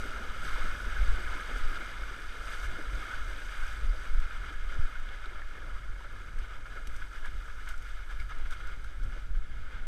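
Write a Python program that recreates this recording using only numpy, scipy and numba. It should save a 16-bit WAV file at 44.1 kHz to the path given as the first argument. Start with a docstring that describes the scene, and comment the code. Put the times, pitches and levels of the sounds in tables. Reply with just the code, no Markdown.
"""Horse wading out of a river

Churned water sloshes, sprays and gurgles: filtered noise plus swarms of ringing bubbles, calming as it gets shallow.
Slaps, plunges, drops and lone bubbles stand out as short bursts; housing resonances colour the water.
Low-frequency noise gives wind buffeting and rumble at the microphone, shut in a plastic housing on the
rider's head; jolts through the mount are single pulses, and faint hiss lies beneath."""
import sys
import numpy as np
from scipy import signal
from scipy.fft import rfft, irfft, next_fast_len
from scipy.io import wavfile
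from scipy.ndimage import uniform_filter1d
from numba import njit

SR = 44100
rng = np.random.default_rng(int(sys.argv[2]) if len(sys.argv) > 2 else 0)


def bounce(signal):
    """Save signal as a 16-bit WAV file at the path given by the first command-line argument."""
    frames = np.transpose(np.atleast_2d(signal))
    limited = np.clip(frames, -1, 1)
    pcm = np.round(limited * 32767).astype(np.int16)
    wavfile.write(sys.argv[1], SR, pcm)


N = 435266


def water():
    """Slosh, spray and gurgle share one restless churn; legs swinging forward add surges."""
    # steady water: time_s, slosh_db, spray_db, gurgle_db
    wade = [(0.0, -42.5, -58, -51), (0.4, -43.5, -58.5, -56.5), (1.0, -42, -56, -51.5),
            (1.8, -42.5, -58, -54.5), (2.3, -45, -60, -58), (2.9, -45.5, -59.5, -55),
            (3.5, -47.5, -59, -61.5), (4.1, -46.5, -61.5, -58.5), (5.0, -50, -66, -60.5),
            (5.8, -50.5, -67.5, -61.5), (6.6, -53.5, -68, -61), (7.4, -51, -64.5, -61.5),
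            (8.4, -53.5, -66.5, -66.5), (9.1, -51.5, -68, -61.5), (9.45, -57, -73, -65.5),
            (9.87, -54, -73, -62.5)]
    # wash in the shallows: time_s, bubbles_re_rush_db, patchiness_db
    shallows = [(0, -1, 0.23), (4, -3, 1.), (7, 0, 0.66), (9.87, -5.5, 2.3)]
    # water thrown up by a leg: crest_s, slosh_db, spray_db, length_s
    surges = [(0.022, -51.5, -57.5, 0.091), (0.48, -46, -55, .12), (0.62, -41.5, -57.5, 0.21),
              (0.938, -42, -67, .08), (1.09, -46.5, -64, .1), (1.3, -44.5, -69, 0.11),
              (1.583, -45, -55.5, 0.047), (1.737, -48, -63, 0.072), (2.53, -45, -55, 0.18),
              (2.643, -44, -53, 0.04), (2.96, -67, -64, .1), (3.135, -44, -63.5, 0.2),
              (3.667, -43, -59, 0.16), (4.057, -56.5, -73, 0.084), (4.23, -45, -68, .05),
              (4.334, -47, -69, .1), (4.48, -47.5, -73, 0.12), (4.725, -46, -63, 0.059),
              (4.85, -50.5, -66, 0.09), (4.94, -48, -68, 0.11), (5.132, -51.5, -81, 0.06),
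              (5.252, -52, -73, 0.048), (5.39, -53, -78, .08), (5.554, -63, -82, 0.18),
              (5.77, -53, -69, 0.07), (6.02, -52, -69, 0.071), (6.19, -54, -70, .08),
              (6.282, -59, -72, 0.034), (6.437, -51, -67, 0.055), (6.54, -50, -73, 0.074),
              (6.67, -52, -70, 0.038), (6.747, -50, -68, 0.11), (6.97, -51.5, -62, 0.13),
              (7.028, -46.5, -73, .04), (7.158, -48, -63, 0.053), (7.264, -45.5, -65, 0.032),
              (7.417, -61, -73, 0.054), (7.49, -50, -73, .07), (7.6, -51, -70, .07),
              (7.698, -47, -58, 0.047), (7.886, -49.5, -62.5, 0.057), (7.98, -53, -73, 0.091),
              (8.116, -49, -63, 0.034), (8.213, -50, -64, 0.043), (8.313, -45.5, -69, 0.028),
              (8.394, -59, -73, 0.027), (8.47, -51, -66, 0.031), (8.525, -48, -57, 0.032),
              (8.614, -54.5, -67, 0.055), (8.683, -49, -69, 0.076), (8.853, -57, -70, 0.04),
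              (9.06, -54, -74, .08), (9.164, -52.5, -73, .1), (9.36, -59, -70, 0.036),
              (9.6, -57, -75, 0.095), (9.73, -58, -76, .06)]
    slosh_db, spray_db, gurgle_db = curves(wade)
    bubbly_db, patchy_db = curves(shallows)
    crest_s, heave_db, throw_db, length_s = np.transpose(surges)
    churn = walk(14) + 0.44 * walk(40)
    noise = rng.standard_normal((3, N))

    rush = through(band(noise[0], 775, 3900))
    ringing = through(bubbles(count=4000, lo_hz=904, hi_hz=4023, cycles=9.26, rise=0.121, spread_db=1.5))
    slosh = steadied(rush + undb(bubbly_db) * ringing, window_s=0.078)
    slosh_gain = swelled(slosh_db, crest_s, heave_db, length_s, rise=1)
    slosh_gain *= undb(patchy_db * churn + 0.41 * walk(25))

    fizz = bubbles(count=7000, lo_hz=3440, hi_hz=14500, cycles=4.7, rise=0.041, spread_db=2.0)
    spray = unit(band(noise[1], 3700, 17000)) + undb(-3.5) * fizz
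    spray_gain = swelled(spray_db, crest_s, throw_db, length_s, rise=1)
    spray_gain *= undb(0.42 * churn + 0.2 * walk(30))

    glugs = bubbles(count=1500, lo_hz=160.5, hi_hz=894, cycles=5.1, rise=0.186, spread_db=1.0)
    gurgle = unit(band(noise[2], 104, 794)) + undb(-4.5) * glugs
    gurgle_gain = undb(gurgle_db + 1.6 * churn + 1.2 * walk(14))
    return slosh * slosh_gain + through(spray) * spray_gain + through(gurgle) * gurgle_gain


def bubbles(count, lo_hz, hi_hz, cycles, rise, spread_db):
    """Random swarm of bubbles, some louder than the rest; rms 1."""
    when, pitch, luck = rng.random((count, 3)).T
    size = undb(spread_db * np.minimum(-np.log(1 - luck), 4.))
    start_s = when * N / SR
    pitch_hz = lo_hz * (hi_hz / lo_hz) ** pitch
    return unit(grains(start_s, pitch_hz, size, cycles, rise))


def grains(start_s, pitch_hz, size, cycles, rise):
    """Trapped air rings for some cycles and climbs in pitch as it nears the surface."""
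    step = 2 * np.pi * pitch_hz / SR
    life = cycles * 2 * np.pi / step  # samples to fall to 1/e
    start = (start_s * SR).astype(np.int64)
    return ring(N, start, step, np.exp(-1 / life), (1 + rise) ** (1 / life), size)


@njit
def ring(length, start, step, decay, glide, size):
    """Each grain is a dying sine whose pitch climbs."""
    out = np.zeros(length)
    for k in range(len(start)):
        phase, w, a, i = 0., step[k], 1., start[k]
        while a > .005 and i < length and w < 2.8:  # w in rad/sample
            out[i] += size[k] * a * np.sin(phase)
            phase += w
            w *= glide[k]
            a *= decay[k]
            i += 1
    return out


def splashes():
    """Hoof slaps and leg plunges ring in froth; drops tick in the treble; lone bubbles pop."""
    # hooves on the surface, level before mix shares: start_s, level_db, centre_hz
    slap_table = [(0.16, -26, 1380), (0.4775, -26, 1450), (0.6206, -28, 1480), (0.985, -26, 1490),
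                  (2.4796, -26, 1286), (2.53, -26, 1440), (2.7531, -28, 1405), (3.111, -28, 1470),
                  (3.635, -27, 1520), (4.3086, -31, 1510), (4.7247, -35, 1350), (4.9537, -29, 1425),
                  (5.239, -30, 1435), (5.3552, -31, 1360), (5.394, -29, 1346), (6.043, -31, 1300),
                  (6.2811, -35, 1470), (6.6555, -35, 1320), (6.769, -30.5, 1427), (7.019, -32, 1450),
                  (7.1242, -35, 1420), (7.246, -32.5, 1630), (7.4026, -36, 1410), (7.5, -33, 1375),
                  (7.673, -27.5, 1470), (7.7087, -30, 1440), (7.74, -29.5, 1380), (7.8511, -33.5, 1380),
                  (8.094, -32, 1595), (8.2, -31.5, 2200), (8.2194, -37, 1400), (8.2946, -38, 1450),
                  (8.3187, -33, 1670), (8.3833, -34, 1360), (8.455, -36, 1400), (8.524, -36, 1460),
                  (8.603, -31, 1414), (8.6757, -38, 1360), (8.8443, -33, 1490), (9.348, -38, 1510)]
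    # legs plunging under, level before mix shares: start_s, level_db, centre_hz
    gulp_table = [(0.046, -33.5, 273), (0.13, -41, 278), (0.198, -35, 206), (0.36, -43, 221),
                  (0.578, -34, 502), (0.64, -30.5, 177), (0.857, -32.5, 215), (1.179, -35, 358),
                  (1.491, -35.5, 212), (1.559, -37, 245), (1.701, -37.5, 237), (2.109, -42, 380),
                  (2.482, -43, 197), (2.785, -34, 303), (3.064, -43, 315), (3.929, -40, 590),
                  (4.503, -40, 304), (5.26, -45, 388), (5.39, -46, 558), (6.045, -44, 550),
                  (6.758, -42.5, 543), (6.867, -40, 202), (9.16, -42.5, 330)]
    # drops close by, level before mix gain: start_s, level_db
    drop_table = [(4.2004, -45), (4.5266, -49), (4.9961, -50), (5.2585, -51), (6.1245, -53),
                  (6.3859, -44.5), (6.871, -37), (6.9626, -42), (7.2564, -43), (7.688, -37), (7.7777, -46),
                  (7.8221, -45), (8.2043, -52), (8.2936, -50), (8.3839, -49), (8.507, -41), (8.6712, -46),
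                  (8.8418, -48), (9.0344, -48)]
    # single bubbles: start_s, peak_db, pitch_hz
    plop_table = [(5.09, -38.5, 3250), (5.258, -39, 3700), (5.419, -33, 1690), (8.2, -45, 4860),
                  (8.4, -48, 844), (8.57, -48, 3000), (8.575, -48, 4500), (9.03, -53, 5800),
                  (9.163, -46, 567)]
    slap_froth = through(band(rng.standard_normal(N), 600, 8000))
    gulp_froth = through(band(rng.standard_normal(N), 134, 820))
    slaps = plunge(slap_froth, slap_table, t60_s=0.069, ring_share=0.39, froth_share=0.19, reach=2.2)
    gulps = plunge(gulp_froth, gulp_table, t60_s=0.12, ring_share=0.42, froth_share=0.37, reach=3.0)
    gate = np.zeros(N)
    for start_s, level_db in drop_table:
        add(gate, start_s, burst(level_db, t60_s=0.027, attack_s=0.0011))
    ticks = 0.74 * gate * through(band(rng.standard_normal(N), 2600, 18000))
    start_s, peak_db, pitch_hz = np.transpose(plop_table)
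    plops = grains(start_s, pitch_hz, undb(peak_db), cycles=4.0, rise=0.038)
    return slaps + gulps + ticks + plops


def plunge(froth, table, t60_s, ring_share, froth_share, reach):
    """Air pockets, ringing with rising pitch, each inside a rush of froth that reaches above it."""
    out = np.zeros(N)
    for start_s, level_db, centre_hz in table:
        rush = froth[int(start_s * SR):][:SR // 5]
        t = np.arange(len(rush)) / SR
        pocket = np.sin(2 * np.pi * centre_hz * t * (1 + 1.3 * t))
        rush = unit(band(rush, centre_hz / 1.8, centre_hz * reach))
        sound = ring_share * pocket + froth_share * rush
        add(out, start_s, sound * burst(level_db, t60_s, attack_s=1.07 / centre_hz))
    return out


def burst(level_db, t60_s, attack_s):
    """Envelope of a sudden rise that dies away, 0.2 s long."""
    t = np.arange(SR // 5) / SR
    return undb(level_db) * (1 - np.exp(-t / attack_s)) * 1000. 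** (-t / t60_s)


def housing(x):
    """Housing resonances and dull wall as a minimum-phase response, from the cepstrum of the log gain."""
    # lifts and dips: centre_hz, width_hz, gain_db
    resonances = [(543, 200, 3.5), (775, 150, -0.5), (1278, 133, 11), (1450, 156, 13.5), (1668, 173, 11),
                  (2146, 136, 9), (2390, 94, 2), (2657, 140, -8), (3300, 570, 1), (3426, 900, 2.5),
                  (4155, 110, -8.5), (4820, 300, 6), (6110, 1220, 6), (7680, 230, -2.5), (8200, 770, 9),
                  (9360, 490, -4.5), (10980, 950, 5), (13300, 1000, 0)]
    # treble loss through the wall: freq_hz, gain_db
    wall = [(100, -9.5), (300, 0.5), (1000, -5.5), (2500, -4.5), (5000, -14.5), (9000, -18), (13500, -21.5),
            (14300, -23), (15100, -47)]
    size = 4096
    hz = np.fft.rfftfreq(size, 1 / SR)
    gain_db = shape_db(wall, hz)
    for centre_hz, width_hz, lift_db in resonances:
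        gain_db += lift_db * np.exp(-.5 * (2 * (hz - centre_hz) / width_hz) ** 2)
    cepstrum = irfft(gain_db * np.log(10) / 20)
    cepstrum[1:size // 2] *= 2  # fold to the causal side
    cepstrum[size // 2 + 1:] = 0
    return signal.fftconvolve(x, irfft(np.exp(rfft(cepstrum))))[:N]


def through(source):
    """A source as heard inside the housing, rms 1."""
    return unit(housing(source))


def jolts():
    """A stride shakes the mount: one short inward push."""
    # bell-shaped pulses: centre_s, peak_db, length_s
    jolt_table = [(1.1, -11.5, 0.021), (3.86, -16, 0.026), (4.795, -18, 0.0068)]
    t = np.arange(N) / SR
    out = np.zeros(N)
    for centre_s, peak_db, length_s in jolt_table:
        out -= undb(peak_db) * np.exp(-(2 * (t - centre_s) / length_s) ** 2)
    return out


def wind():
    """Eddies press slowly on the membrane and flutter at the housing's edges; steadier rumble lies higher."""
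    # steady wind: time_s, swing_db, flutter_db, rumble_db
    breeze = [(0.0, -37.5, -43, -52), (0.7, -34.5, -42.5, -51), (1.4, -37, -45, -56.5),
              (2.1, -35.5, -45, -55.5), (3.0, -39.5, -48, -55), (3.8, -32, -40, -58),
              (4.5, -37.5, -43, -56), (5.2, -37.5, -44, -57), (6.3, -42, -45, -56.5),
              (7.2, -34, -45, -57.5), (8.2, -36, -41.5, -57), (8.8, -31.5, -41, -53),
              (9.87, -32, -45.5, -52.5)]
    # eddies: crest_s, swing_db, flutter_db
    buffets = [(0.52, -36, -39), (0.66, -29, -47), (0.87, -32, -33), (1.01, -26, -28), (1.13, -26, -32),
               (1.29, -40, -36.5), (1.56, -34, -34.5), (1.67, -22.5, -48), (2.06, -38.5, -38),
               (2.44, -24.5, -43), (2.66, -32, -34.5), (2.94, -32.5, -33), (3.27, -32, -37),
               (3.46, -35, -39), (3.63, -27, -45), (3.869, -29.5, -25.5), (4.17, -22.5, -31),
               (4.43, -33, -40), (4.64, -23, -40), (4.8, -21, -46), (5.03, -27.5, -53), (5.5, -33, -51),
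               (5.73, -35.5, -39.5), (5.93, -29, -38), (6.1, -29, -57), (6.4, -32, -40), (6.9, -36, -36.5),
               (7.37, -37, -34.5), (8.2, -49, -36.5), (8.45, -27, -41), (9.03, -41, -32.5),
               (9.36, -26, -33.5), (9.57, -37, -38), (9.73, -41, -45)]
    # relative spectra of the three layers: freq_hz, level_db
    swing_shape = [(1, -13.5), (3, 5.5), (8, 7.5), (16, 6.5), (25, -3.5), (34, -16.5), (60, -74),
                   (300, -120)]
    flutter_shape = [(8, -68), (18, -17.5), (30, 3), (45, 4.5), (60, -12.5), (85, -20.5), (130, -51),
                     (3000, -120)]
    rumble_shape = [(40, -33), (65, -0.5), (100, -7), (150, -13.5), (250, -23.5), (600, -32), (3000, -84)]
    swing_db, flutter_db, rumble_db = curves(breeze)
    crest_s, push_db, flap_db = np.transpose(buffets)
    swings = steadied(coloured(swing_shape), window_s=0.22)
    flutter = steadied(coloured(flutter_shape), window_s=0.103)
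    push = swelled(swing_db, crest_s, push_db, length_s=0.094, rise=0.97)
    flap = swelled(flutter_db, crest_s, flap_db, length_s=0.092, rise=0.97)
    # rumble follows the flutter gain weakly
    rumble = coloured(rumble_shape) * unit(flap ** 0.26) * undb(rumble_db + 2.14 * walk(10))
    swings *= push * undb(2.8 * walk(8.7))
    flutter *= flap * undb(1.1 * walk(14))
    return swings + flutter + rumble


def swelled(steady_db, crest_s, crest_db, length_s, rise):
    """Gain of a steady level plus smooth swells, added in power; rise is a share of the fall time."""
    t, power = np.arange(N) / SR, undb(steady_db) ** 2
    for crest, top, length in np.broadcast(crest_s, undb(crest_db), length_s):
        near = slice(max(int((crest - 2 * length) * SR), 0), int((crest + 2 * length) * SR))
        since = t[near] - crest
        stretch = np.where(since < 0, rise, 1)
        power[near] += top ** 2 * np.exp(-(2 * since / length / stretch) ** 2)
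    return np.sqrt(power)


def steadied(x, window_s):
    """Noise evened in loudness over the window, so its gain curve sets the swells; rms 1."""
    power = uniform_filter1d(x ** 2, int(window_s * SR))
    return unit(x / np.sqrt(power + 0.092))


def walk(rate_hz):
    """Random levels held 1 / rate_hz and smoothed twice; spread 1."""
    k = int(SR / rate_hz)
    steps = np.repeat(rng.standard_normal(N // k + 1), k)
    steps = uniform_filter1d(uniform_filter1d(steps, k), k)[:N]
    return steps / steps.std()


def coloured(points):
    """Noise of rms 1 with the given spectrum."""
    size = next_fast_len(N)
    hz = np.fft.rfftfreq(size, 1 / SR)
    spectrum = rfft(rng.standard_normal(size)) * undb(shape_db(points, hz))
    return unit(irfft(spectrum, size)[:N])


def shape_db(points, hz):
    """A spectrum read on a log-frequency axis."""
    point_hz, point_db = np.transpose(points)
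    return np.interp(np.log(hz + 1e-3), np.log(point_hz), point_db)


def band(x, lo_hz, hi_hz):
    """Gentle band-pass."""
    return signal.sosfilt(signal.butter(2, [lo_hz, hi_hz], "band", fs=SR, output="sos"), x)


def curves(table):
    """Columns of a table after the time, one value per sample."""
    time_s, *columns = np.transpose(table)
    return [np.interp(np.arange(N) / SR, time_s, c) for c in columns]


def undb(db):
    """Gain of a level in dB."""
    return 10 ** (np.asarray(db) / 20)


def unit(x):
    """Scaled to rms 1."""
    return x / np.sqrt(np.mean(x ** 2))


def add(out, start_s, sound):
    """Mix a sound in at its start time."""
    i = int(start_s * SR)
    out[i:i + len(sound)] += sound[:N - i]


def scene():
    """Everything at the one microphone."""
    return (water() + splashes() + wind() + jolts())[None]


def record(dry):
    """The microphone adds its own faint hiss; a steep low-pass cuts the top."""
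    hiss_db, top_hz = -67.5, 15190  # hiss level before its band-pass
    hiss = undb(hiss_db) * band(rng.standard_normal(N), 300, 8900)
    low_pass = signal.ellip(10, .2, 80, top_hz, fs=SR, output="sos")
    return signal.sosfilt(low_pass, dry + hiss)


dry = scene()
out = record(dry)
bounce(out)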